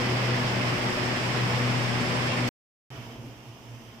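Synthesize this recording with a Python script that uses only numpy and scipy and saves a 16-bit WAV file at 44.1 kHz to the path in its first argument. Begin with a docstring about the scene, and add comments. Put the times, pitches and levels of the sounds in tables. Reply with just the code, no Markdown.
"""Evaporator fans in a cold store

Rows of fans blow through a hard-walled room: turbulent air makes a wide rush, and the passing blades
a hum that throbs as the fans beat. After a brief swish the sound cuts off. A short silence later it
resumes outside, at the control panel: a much quieter beating hum, a thin whine and a soft rush
that settles lower."""
import sys
import numpy as np
from scipy import signal
from scipy.fft import rfft, irfft
from scipy.io import wavfile

SR = 44100
rng = np.random.default_rng(int(sys.argv[2]) if len(sys.argv) > 2 else 0)


def bounce(signal):
    """Save signal as a 16-bit WAV file at the path given by the first command-line argument."""
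    frames = np.transpose(np.atleast_2d(signal))
    limited = np.clip(frames, -1, 1)
    pcm = np.round(limited * 32767).astype(np.int16)
    wavfile.write(sys.argv[1], SR, pcm)


N = 176400
TIME, FREQS = np.arange(N) / SR, np.fft.rfftfreq(N, 1 / SR)
CUT_S, RESUME_S = 2.49, 2.904

# gain of the rush, tones and whine at the panel (t/s, low/dB, middle/dB, treble/dB)
PANEL_GAINS = [(2.9, 3.5, 5.5, 0.5), (2.97, 2.5, 8.5, 4), (3.06, 1.5, 6, 2.5), (3.12, 3, 6.5, 2.5),
               (3.2, 3.5, 2.5, 0), (3.27, 2.5, 1, 0.5), (3.39, -1, 1.5, -0.7), (3.6, -1, 0.5, 0),
               (3.85, -1, 1, 0.5), (4, -3, 1, -1)]


def undb(db):
    """Amplitude ratio: tenfold for every 20 dB."""
    return 10 ** (np.asarray(db) / 20)


def curve(table, column=1):
    """Envelope: a table column interpolated linearly in time."""
    rows = np.array(table, float)
    return np.interp(TIME, rows[:, 0], rows[:, column])


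def colour(table, column=1):
    """Spectral envelope: a table column interpolated in log frequency."""
    rows = np.array(table, float)
    return np.interp(np.log(FREQS + 1e-3), np.log(rows[:, 0]), rows[:, column])


def density_gain(spectrum):
    """Spectral shaping: left and right gains that give unit white noise the tabled power density."""
    return undb([colour(spectrum, 1), colour(spectrum, 2)]) * np.sqrt(SR / 2)


def bell(offset, width):
    """Gaussian window whose standard deviation is width."""
    return np.exp(-.5 * (offset / width) ** 2)


def walk(rate_hz):
    """Random modulation: low-passed noise of unit RMS."""
    slow = irfft(rfft(rng.standard_normal(N)) * bell(FREQS, rate_hz), N)
    return slow / np.sqrt(np.mean(slow ** 2))


def pan(db):
    """Interaural level difference: gains that put the left db above the right."""
    return undb(np.array([[1], [-1]]) * db / 2)


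def pair(a, b, correlation):
    """Partial coherence: two independent signals mixed as mid and side into left and right."""
    c = np.clip(correlation, -1, 1)
    mid, side = a * np.sqrt((1 + c) / 2), b * np.sqrt((1 - c) / 2)
    return np.array([mid + side, mid - side])


def tone(hz, db, width_hz, correlation):
    """Interference: sources of nearly equal frequency sum to a tone that fades in and out."""
    phase = 2 * np.pi * hz * TIME
    a, b = (walk(width_hz / 2) * np.cos(phase) + walk(width_hz / 2) * np.sin(phase) for _ in range(2))
    return undb(db) * pair(a, b, correlation)


def hum(hz, drift, level_db):
    """Frequency modulation: one partial of a rotor, its pitch wandering by the fraction drift."""
    phase = 2 * np.pi * np.cumsum(hz * (1 + drift * walk(1.8))) / SR
    return np.sqrt(2) * undb(level_db) * np.sin(phase)


def air(spectrum, correlation, gain_db, flutter_db, ripple_db):
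    """Turbulence: broadband noise in fluttering octave bands, each following gain_db(hz) in time."""
    a, b = rfft(rng.standard_normal((2, N)))
    noise = pair(a, b, colour(correlation)) * density_gain(spectrum)
    # wall echoes leave fine peaks and dips in the spectrum, deeper towards the treble
    spacing_hz, bins = 15, len(FREQS)
    ripple = np.interp(FREQS / spacing_hz, np.arange(bins), rng.standard_normal(bins))
    depth = colour([(200, 0.045), (800, 0.64), (6000, 1.0)])
    noise = noise * undb(ripple_db * depth * ripple)
    out = 0
    for hz in 30 * 2 ** np.arange(10):
        band = colour([(hz / 2, 0), (hz, 1), (hz * 2, 0)])
        out = out + irfft(noise * band, N) * undb(gain_db(hz) + flutter_db * walk(17))
    return out


def panel_gain_db(hz):
    """Spectral balance at the panel: the gain at hz, crossfaded between low, middle and treble."""
    edges_hz = [330, 1000, 3000, 6000]
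    shapes = [1, 0, 0, 0], [0, 1, 1, 0], [0, 0, 0, 1]
    shares = [np.interp(np.log(hz), np.log(edges_hz), shape) for shape in shapes]
    return sum(share * curve(PANEL_GAINS, column) for column, share in enumerate(shares, 1))


def panel_rush():
    """Flow noise heard outside the store: a soft rush that settles lower."""
    # power density before the band gains (f/Hz, left/dB per Hz, right/dB per Hz)
    spectrum = [(25, -81, -80), (70.1, -76, -78), (171, -78, -83), (255, -75, -77), (390, -81.5, -80.5),
                (700, -83.5, -84), (1101, -88, -84), (1500, -93.5, -88.5), (2100, -95.5, -87),
                (3150, -91, -85.5), (4040, -101.5, -99.5), (4580, -99, -96), (5200, -91, -93.5),
                (7530, -102.0, -103.1), (10600, -109.7, -105.8), (14500, -114.9, -101.2)]
    # likeness of left and right (f/Hz, correlation)
    correlation = [(60, 1), (290, 0.93), (640, 0.86), (1400, 0), (3100, 0)]
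    return air(spectrum, correlation, panel_gain_db, flutter_db=0.66, ripple_db=1)


def panel_machinery():
    """Tonal noise of rotating machines: a beating hum, its near octave, thin tones and a motor whine."""
    # beat envelope of the hum (t/s, level/dB)
    hum_level = [(2.91, -46), (2.954, -52), (2.982, -41), (3.006, -40), (3.052, -53), (3.076, -39),
                 (3.152, -63), (3.198, -38.5), (3.24, -53), (3.264, -43), (3.446, -58), (3.502, -42),
                 (3.576, -65), (3.604, -49), (3.638, -59), (3.658, -48), (3.734, -40), (3.836, -59),
                 (3.89, -45.5), (3.938, -61), (3.966, -54), (4.0, -59)]
    # envelope of its near octave (t/s, level/dB)
    octave_level = [(2.91, -54), (2.955, -59), (2.992, -47), (3.03, -57), (3.15, -52), (3.185, -59),
                    (3.225, -50), (3.272, -50), (3.33, -71), (3.43, -53.5), (3.55, -60), (3.77, -61),
                    (3.81, -50), (3.9, -66), (3.945, -52), (4.0, -56)]
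    # machine tones before the band gains (f/Hz, level/dB, width/Hz)
    lines = [(131.8, -54.5, 6.8), (184, -66, 4.9), (256, -60, 8), (305, -65.5, 3.1), (355.5, -68, 3),
             (457, -68, 6.3), (857, -76, 2.5), (2800, -74, 4), (3042, -75, 4), (5146, -76, 7),
             (6040, -77, 3.6)]
    tones = sum(tone(hz, db + panel_gain_db(hz), width, correlation=0.82) for hz, db, width in lines)
    octave = hum(hz=231.5, drift=0.00955, level_db=curve(octave_level))
    whine = hum(hz=664, drift=0.0014, level_db=-64.5 + curve(PANEL_GAINS, column=2))
    fundamental = hum(hz=117.3, drift=0.0063, level_db=curve(hum_level))
    return fundamental * pan(db=-3.5) + (octave + tones + whine) * pan(db=-2.5)


def swells():
    """Amplitude modulation of narrow noise bands: brief surges in the rush of both places."""
    # surges (t/s, time spread/s, centre f/Hz, band spread/octaves, peak level/dB, correlation)
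    surges = [(2.32, 0.024, 2720, .3, -34.5, 0.21), (2.342, 0.014, 1080, 0.12, -32.5, 0.73),
              (3.164, .02, 467, 0.14, -59, .9), (3.268, 0.045, 290, 0.56, -49, .95)]
    out = 0
    for at, spread, hz, octaves, db, correlation in surges:
        band = bell(np.log2((FREQS + 1e-3) / hz), octaves)
        a, b = irfft(rfft(rng.standard_normal((2, N))) * band, N)
        out = out + undb(db) * bell(TIME - at, spread) * pair(a, b, correlation) / np.std(a)
    return out


def swish():
    """A noise transient: one short, bright burst just before the cut."""
    # power density at the peak (f/Hz, left/dB per Hz, right/dB per Hz)
    spectrum = [(1000, -85, -88), (5000, -82.5, -76), (8000, -78, -81), (11000, -98, -97),
                (13960, -92, -81)]
    noise = irfft(rfft(rng.standard_normal((2, N))) * density_gain(spectrum), N)
    return bell(TIME - 2.481, width=0.0065) * noise


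def room_rush():
    """Turbulent flow between hard walls: a wide rush whose treble shifts between left and right."""
    # power density before the gains (f/Hz, left/dB per Hz, right/dB per Hz)
    spectrum = [(25, -61, -69), (60.4, -75.5, -65.5), (95, -61, -62), (160, -56.5, -56),
                (293, -56.5, -64.5), (430, -61, -64.5), (620, -60.5, -63.5), (1050, -64, -62),
                (1550, -67, -64.5), (1740, -66, -62), (2180, -65.5, -62.5), (3220, -68.5, -69),
                (3990, -78, -74), (5270, -74.5, -69), (6140, -81.5, -81.5), (7840, -80, -91),
                (10500, -93.5, -93.5), (14500, -101.5, -93)]
    # likeness of left and right (f/Hz, correlation)
    correlation = [(30, 0.63), (95, 1), (170, 0.83), (290, 0.84), (640, 0.47), (1300, -0.1), (3100, -0.02)]
    # slight changes of the whole rush (t/s, gain/dB)
    overall_gain = [(0, -0.06), (.9, -0.07), (1.2, -.5), (1.5, 0.06), (1.9, -0.56), (2.15, 0), (2.49, -1)]
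    # added gain of the treble, in full from 8 kHz up (t/s, left/dB, right/dB)
    treble_gain = [(0, -2, 0.5), (.5, -2, -0.7), (1.0, 0, 0), (1.6, 0.3, -0.7), (2.1, 1.5, -1),
                   (2.49, 0, -2.5)]
    treble_db = np.array([curve(treble_gain, 1), curve(treble_gain, 2)])
    gain_db = lambda hz: curve(overall_gain) + treble_db * np.interp(hz, [4500, 8000], [0, 1])
    return air(spectrum, correlation, gain_db, flutter_db=0.65, ripple_db=0.86)


def room_fans():
    """Blade-pass harmonics, beating as the fans run at unequal speeds, over faint motor tones."""
    # beat envelope of the fundamental (t/s, level/dB)
    hum_level = [(0.0, -34), (0.13, -27.5), (0.16, -31.5), (0.32, -27), (0.37, -31.5), (0.74, -30.5),
                 (0.79, -44), (0.85, -30.5), (0.97, -50), (1.01, -35.5), (1.09, -34), (1.17, -35.5),
                 (1.19, -38), (1.29, -31), (1.33, -33.5), (1.39, -29), (1.44, -26), (1.48, -33.5),
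                 (1.54, -28.5), (1.96, -30.5), (2.02, -35.5), (2.3, -31.5), (2.33, -37.5), (2.38, -32.5),
                 (2.46, -27.5), (2.48, -37)]
    # its lean to the left (t/s, left minus right/dB)
    lean = [(0, -0.5), (.4, 1), (.85, 2.8), (1.5, 2), (2.05, 6.5), (2.3, 1.8), (2.49, 1)]
    # envelope of the second harmonic (t/s, level/dB)
    octave_level = [(0.0, -34), (0.22, -51), (0.4, -34.5), (0.59, -51), (0.61, -37.5), (0.72, -37.5),
                    (0.77, -49.5), (0.81, -36), (0.93, -43), (1.19, -35), (1.24, -57), (1.5, -52),
                    (1.55, -58), (1.61, -34), (1.7, -36), (1.86, -42.5), (1.95, -37), (2.18, -41),
                    (2.36, -38.5), (2.48, -34)]
    # envelope of the third harmonic (t/s, level/dB)
    third_level = [(0, -40.5), (.15, -40), (.22, -52), (.33, -40), (.47, -41.5), (.55, -51), (.72, -42.5),
                   (1.1, -40), (1.22, -52), (1.5, -47), (1.68, -53), (1.85, -46), (2.13, -38), (2.23, -54),
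                   (2.48, -44.5)]
    # higher harmonics (multiple of the blade-pass rate, level/dB)
    harmonics = [(4, -47.5), (5, -51)]
    # motor tones (f/Hz, level/dB, width/Hz)
    motor_lines = [(93.9, -56, 4.5), (192.9, -47.5, 5.9)]
    blade_hz, spread_hz = 122.34, 1.85  # blade-pass rate and its spread among the fans
    fundamental = hum(blade_hz, drift=0.002, level_db=curve(hum_level))
    octave = hum(2 * blade_hz, drift=0.002, level_db=curve(octave_level))
    third = hum(3 * blade_hz, drift=0.00702, level_db=curve(third_level))
    upper = sum(tone(k * blade_hz, db, k * spread_hz, correlation=1) for k, db in harmonics)
    motors = sum(tone(hz, db, width, correlation=1) for hz, db, width in motor_lines)
    return fundamental * pan(curve(lean)) + (octave + third + upper) * pan(db=3.5) + motors


def scene():
    """Superposition of the sources: the room, a hard cut to silence, then the panel."""
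    room = room_fans() + room_rush() + swish()
    panel = panel_machinery() + panel_rush()
    return room * (TIME < CUT_S) + panel * (TIME > RESUME_S) + swells()


def record(dry):
    """Band limiting: a steep elliptic low-pass removes the highest treble."""
    top_hz = 15400
    return signal.sosfilt(signal.ellip(10, .2, 80, top_hz, fs=SR, output="sos"), dry)


dry = scene()
out = record(dry)
bounce(out)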